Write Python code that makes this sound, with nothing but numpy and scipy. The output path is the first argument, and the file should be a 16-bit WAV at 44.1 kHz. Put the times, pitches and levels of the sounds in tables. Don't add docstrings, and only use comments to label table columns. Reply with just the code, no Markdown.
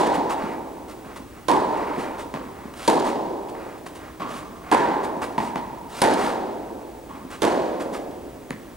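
import sys
import numpy as np
from scipy import signal
from scipy.fft import rfft, irfft
from scipy.io import wavfile
from scipy.ndimage import uniform_filter1d

SR = 44100
rng = np.random.default_rng(int(sys.argv[2]) if len(sys.argv) > 2 else 0)


def wav_record(signal):
    frames = np.transpose(np.atleast_2d(signal))
    bounded = np.clip(frames, -1, 1)
    quanta = np.round(bounded * 32767).astype(np.int16)
    wavfile.write(sys.argv[1], SR, quanta)


N = 386316

# t/s, player, strength/dB, ball ring over thud/dB,
# frame clack over thud/dB, ball ring f/Hz, left minus right/dB
STROKES = [ (-.05, "near", -18.5, 2.6, -9, 920, 1), (1.483, "far", -19.5, 3, -12, 950, -8.5),
           (2.877, "near", -18.5, -0.5, -15.5, 927, 0.5), (4.714, "far", -19.5, 3.5, -4.5, 935, -2.5),
           (6.017, "near", -18, 0, -7, 895, -.5), (7.419, "far", -19, -6.5, -11.5, 960, -5.5)]
# f/Hz, relative level/dB
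CRACK_SPECTRUM = [(700, -12), (2000, -6.5), (3100, -3), (4300, -3.5), (5600, -9.5), (8000, -9),
                  (10500, -12), (13000, -25), (16000, -34)]
DIRECT_UNIT = np.sqrt(SR / 100)


def undb(db):
    return 10 ** (np.asarray(db) / 20)


def along(points, hz):
    f, value = np.transpose(points)
    return np.interp(np.log(np.maximum(hz, 1)), np.log(f), value)


def bins(size):
    return np.fft.rfftfreq(size, 1 / SR)


def add(out, s, sound):
    i = int(round(s * SR))
    a, b = max(i, 0), min(i + sound.shape[-1], N)
    if b > a:
        out[..., a:b] += sound[..., a - i:b - i]


def colour(x, points):
    gain = undb(along(points, bins(x.shape[-1])))
    y = irfft(rfft(x) * gain, x.shape[-1])
    return y / y.std()


def unit_energy(x):
    return x / np.sqrt(np.sum(x ** 2))


def diffuse(seconds, fade=None, size=512):
    # f/Hz, likeness/0-1
    likeness = [(60, .78), (130, .86), (300, .97), (900, .92), (2500, .76), (7000, .65), (12000, .98)]
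    hz = bins(size)[:, None]
    t = np.arange(int(2 * seconds * SR / size) + 2) * size / 2 / SR
    shape = (2, len(hz), len(t))
    mid, side = rng.standard_normal(shape) + 1j * rng.standard_normal(shape)
    like = np.clip(along(likeness, hz), 0, 1)
    common, opposed = mid * np.sqrt(1 + like), side * np.sqrt(1 - like)
    pair = np.array([common + opposed, common - opposed])
    if fade:
        pair = pair * fade(hz, t)
    return signal.istft(pair)[1] / np.sqrt(2 * size)


def hall(late_db, pan_db=0, direct=0, seconds=2.4, build_s=0.0018, cluster_db=1.9, cluster_s=0.28):
    # f/Hz, time to fall 60 dB/s
    hall_t60 = [(100, 1.6), (300, 2.74), (600, 2.53), (950, 1.94), (1500, 1.31), (3000, 1.24), (6000, 1.19),
                (12000, 0.48)]
    # delay/s, level/dB
    echoes = [(0.012, -12), (0.021, -3), (.032, -8), (0.054, -10)]
    early_t60_s = 0.27
    ears = undb(np.array([pan_db, -pan_db]) / 2)

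    def fade(hz, t):
        early = ears[:, None, None] * undb(-60 * t / early_t60_s)
        late = undb(late_db - 60 * t / along(hall_t60, hz))
        return np.hypot(early, late)

    response = diffuse(seconds, fade)
    t = np.arange(response.shape[1]) / SR
    response *= 1 - np.exp(-t / build_s)
    clusters = uniform_filter1d(rng.standard_normal(len(t)), size=260)
    depth_db = cluster_db * np.exp(-t / cluster_s)
    response *= undb(depth_db * np.clip(clusters / clusters.std(), -2, 2))
    response[:, 0] += DIRECT_UNIT * direct * ears
    for delay, db in echoes:
        i = int(delay * SR * rng.uniform(.96, 1.04))
        response[:, i] += DIRECT_UNIT * undb(db + late_db / 2) * ears
    return response


def resonance(hz, centre_hz, width_hz):
    hz = np.maximum(hz, 1)
    return 1 / (1 + ((hz ** 2 - centre_hz ** 2) / (hz * width_hz)) ** 2)


def blow(modes, crack_db, size=4096):
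    hz = bins(size)
    parts = [(resonance(hz, f, width), db) for f, width, db in modes]
    parts.append((undb(along(CRACK_SPECTRUM, hz)), crack_db))
    power = sum(undb(db) ** 2 * gain ** 2 / np.mean(gain ** 2) for gain, db in parts)
    cepstrum = irfft(np.log(power) / 2)
    cepstrum[1:size // 2] *= 2
    cepstrum[size // 2 + 1:] = 0
    return irfft(np.exp(rfft(cepstrum)))


def ball_ring(t, ring_hz, contact_s):
    # ratio to the ring pitch, relative level/dB, swell time before the contact's share/s
    modes = [(.78, -8.5, 0.00082), (0.998, 1, .0012)]
    swell_per_contact = 0.26
    ring = 0
    for ratio, db, spring_s in modes:
        swell_s = spring_s + swell_per_contact * contact_s
        swell = unit_energy((t / swell_s) ** 2 * np.exp(-2 * t / swell_s))
        ring = ring + undb(db) * swell * np.sin(2 * np.pi * ratio * ring_hz * (t - swell_s))
    return unit_energy(ring)


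def ball_hit(s, body, body_db, ring_db, ring_hz, crack_db, contact_s, direct_db, late_db, pan_db, slaps,
             snap_db, squash_s):
    out, t = np.zeros((2, N)), np.arange(4096) / SR
    modes = [(f, width, db) for (f, width), db in zip(body, body_db)]
    ring = undb(ring_db) * ball_ring(t, ring_hz, contact_s)
    contact = np.sqrt(t / contact_s) * np.exp(-t / contact_s)
    felt = colour(rng.standard_normal(len(t)), CRACK_SPECTRUM)
    rasp = undb(crack_db + snap_db) * unit_energy(felt * contact)
    direct = DIRECT_UNIT * undb(direct_db + np.array([[pan_db], [-pan_db]]) / 2)
    add(out, s, direct * rasp)
    add(out, s + squash_s, direct * (blow(modes, crack_db - 24) + ring))
    for slap_s, slap_db in slaps:
        add(out, s + slap_s, DIRECT_UNIT * undb(slap_db) * rasp)
    for pulse in (blow(modes, crack_db), ring):
        add(out, s + squash_s, signal.fftconvolve(hall(late_db, pan_db), pulse[None], axes=1))
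    return out


def background():
    # f/Hz, relative density/dB per Hz
    floor = [(25, -16), (52, 0), (80, -4.5), (130, -7.5), (210, -7), (320, -1.5), (500, -15), (1000, -14.5),
             (2000, -23), (4500, -30), (9000, -31), (14000, -36.5)]
    floor_db, whine_db, whine_hz = -43.5, -62.5, 15625
    field_hz, whine_gap = 50, .25
    air = colour(diffuse(N / SR)[:, :N], floor)
    t = np.arange(N) / SR
    running = uniform_filter1d(1. * (t * field_hz % 1 > whine_gap), size=100)
    whine = np.sqrt(2) * np.sin(2 * np.pi * whine_hz * t) * running
    return undb(floor_db) * air + undb(whine_db) * whine


def slides():
    # t/s, length/s, hiss level/dB
    near_scuffs = [ (0.137, 0.034, -42.5), (.293, 0.05, -41.5), (0.88, 0.058, -51), (1.16, 0.027, -47.5),
                   (1.979, 0.087, -51), (2.178, 0.057, -48.5), (2.737, .008, -48), (3.043, 0.077, -44),
                   (3.484, 0.022, -50.5), (3.859, 0.021, -47), (3.948, 0.038, -51.5), (4.28, .15, -49),
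                   (5.031, 0.032, -44.5), (5.215, 0.043, -42.5), (5.398, 0.11, -48.5), (6.164, 0.18, -43.5),
                   (7.301, 0.069, -47), (7.797, .044, -46), (7.928, 0.056, -45)]
    # t/s, length/s, grind level/dB
    far_slides = [(0.365, 0.21, -37), (1.038, 0.13, -45), (1.341, 0.097, -50), (1.698, 0.52, -37),
                  (2.526, 0.24, -49), (3.53, 0.26, -43.5), (3.981, 0.15, -45), (4.62, 0.4, -42),
                  (7.107, 0.12, -49.5)]
    far_hiss_db = -21.5
    scuff_db, grind_db, grind_per_hiss = -47, -38.5, 1.63
    scuff_rise, drag_rise = 0.45, 1.02
    drag_lead_s, drag_s, drag_grind_db, drag_hiss_db = .135, 0.22, -39, -44
    shuffles_per_s, shuffle_s, shuffle_db = 1.3, 0.018, -58
    shuffle_times = (np.arange(20) + rng.random(20)) / shuffles_per_s
    shuffles = [(s, shuffle_s, shuffle_db) for s in shuffle_times]
    near = [(s, length, grind_db + grind_per_hiss * (db - scuff_db), db, scuff_rise)
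            for s, length, db in near_scuffs + shuffles]
    drags = [(s - drag_lead_s, drag_s, drag_grind_db, drag_hiss_db, drag_rise)
             for s, player, *_ in STROKES if player == "near"]
    far = [(s, length, db, db + far_hiss_db, scuff_rise) for s, length, db in far_slides]
    return near + drags + far


def scuffs(grain_db=3, catch_db=3, fall=0.75, near_db=8, level_db=3):
    # f/Hz, relative level/dB
    grind = [(150, -7), (500, 3), (1150, 4.5), (1500, -1.5), (2200, -4), (3200, -18), (5000, -23),
             (12000, -62)]
    # f/Hz, relative level/dB
    hiss = [(1000, -57), (2500, 6.5), (4000, 3), (6000, 0), (9500, 0), (12000, -11), (16000, -16)]
    push = np.zeros((2, N))
    for s, length, grind_db, hiss_db, rise in slides():
        u = np.linspace(0, 1, int(length * SR))
        swell = u ** abs(rise) * (1 - u) ** abs(fall)
        add(push, s, undb([[grind_db], [hiss_db]]) * swell / swell.max())
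    catch = uniform_filter1d(rng.standard_normal(N), size=180)
    push *= undb(catch_db * np.tanh(catch / catch.std()))
    grit = rng.standard_normal((2, N))
    grit = grit * undb(grain_db * np.minimum(rng.exponential(size=(2, N)), 2))
    sound = push[0] * colour(grit[0], grind) + push[1] * colour(grit[1], hiss)
    room = hall(late_db=-7.5, direct=undb(near_db))
    room = room / np.sqrt(np.sum(room ** 2) / 2)
    return signal.fftconvolve(room, sound[None], axes=1)[:, :N] * undb(level_db)


def strokes():
    # f/Hz, width/Hz
    racket = [(335, 344), (570, 550), (1580, 920)]
    ends = {"near": (-2.7, -1.18, 0.0032, [(.020, -13), (.120, -16.5)]),
            "far": (-8, -0.87, 0.0026, [(.0105, -10.5), (.030, -10), (.083, -23)])}
    stroke_db, strings_db, stroke_crack_db = -18.5, -2.5, -12.5
    crack_per_strength, strings_per_ring = 2.7, -.45
    out = 0
    for s, player, db, ring_db, clack_db, ring_hz, pan_db in STROKES:
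        direct_db, late_db, contact_s, slaps = ends[player]
        body_db = db, db + strings_db + strings_per_ring * ring_db, db + clack_db
        crack_db = db + stroke_crack_db + crack_per_strength * (db - stroke_db)
        out = out + ball_hit(s, racket, body_db, db + ring_db, ring_hz, crack_db, contact_s,
                             direct_db, late_db, pan_db, slaps, snap_db=11.5, squash_s=.0022)
    return out


def footfalls(thump_hz=235, width_hz=170, direct_db=1, late_db=-14):
    # t/s, level/dB
    steps = [(.179, -24), (.439, -23.5), (1.059, -34.5), (1.203, -36), (1.981, -25.5), (2.655, -31.5),
             (5.169, -29), (7.25, -33.5), (7.926, -31.5)]
    hits = np.zeros(N)
    for s, db in steps:
        add(hits, s, undb(db) * blow([(thump_hz, width_hz, -3)], -29))
    room = hall(late_db, direct=undb(direct_db))
    return signal.fftconvolve(room, hits[None], axes=1)[:, :N]


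def bounces():
    # t/s, thump level/dB, shell over thump/dB,
    # ball ring over thump/dB, ball ring f/Hz, distance/m, contact time/s
    landings = [ (1.159, -47.5, -10, 4, 1018, 5.5, 0.0023), (2.339, -32.5, 0.5, -1, 1050, 8.3, 0.0027),
                (4.197, -38, 2.5, 3, 1126, 20.5, 0.0028), (5.379, -26, -4, 5.5, 929, 7.5, 0.0073),
                (5.557, -32, 0.5, 3.5, 950, 7.4, 0.0015), (7.090, -44.5, -5.5, -0.5, 1040, 25, 0.0027),
                (8.506, -31, -14, -10.5, 1090, 4.8, .0005)]
    # f/Hz, width/Hz
    court = [(232, 180), (480, 1340), (1900, 680)]
    # delay/s, level/dB
    wall_slaps = [(.011, -8), (.021, -17)]
    balance_m, bounce_late_db, late_db_per_doubling = 8.56, -6, 6.5
    court_slap_db, bounce_crack_db, duller_db_per_doubling = -12, -22.5, 5.5
    out = 0
    for s, db, shell_db, ring_db, ring_hz, metres, contact_s in landings:
        doublings = np.log2(metres / balance_m)
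        direct_db = 20 * np.log10(balance_m / metres)
        late_db = bounce_late_db + late_db_per_doubling * doublings
        treble_db = db - duller_db_per_doubling * doublings
        body_db = db, db + shell_db, treble_db + court_slap_db
        out = out + ball_hit(s, court, body_db, db + ring_db, ring_hz, treble_db + bounce_crack_db,
                             contact_s, direct_db, late_db, pan_db=0.5, slaps=wall_slaps,
                             snap_db=4.5, squash_s=0.001588)
    return out


def scene():
    return strokes() + bounces() + footfalls() + scuffs() + background()


def record(dry, ceiling=0.87):
    # f/Hz, phase/rad
    lead = [(40, 0), (140, 0), (340, 0.81), (1000, 1), (2500, 0.64), (5000, 0.77), (12000, 0)]
    # f/Hz, level/dB
    balance = [(60, 1), (250, -1), (1000, -1.1), (4400, -1.4), (8000, .4), (12000, 0)]
    top_hz = 15900
    hz, sides = bins(N), np.array([[1], [-1]]) / 2
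    ports = np.exp(-1j * along(lead, hz) * sides) * undb(along(balance, hz) * sides)
    heard = irfft(rfft(dry) * ports, N)
    pair = ceiling * np.tanh(heard / ceiling)
    return signal.sosfilt(signal.ellip(10, .2, 70, top_hz, fs=SR, output="sos"), pair)


dry = scene()
out = record(dry)
wav_record(out)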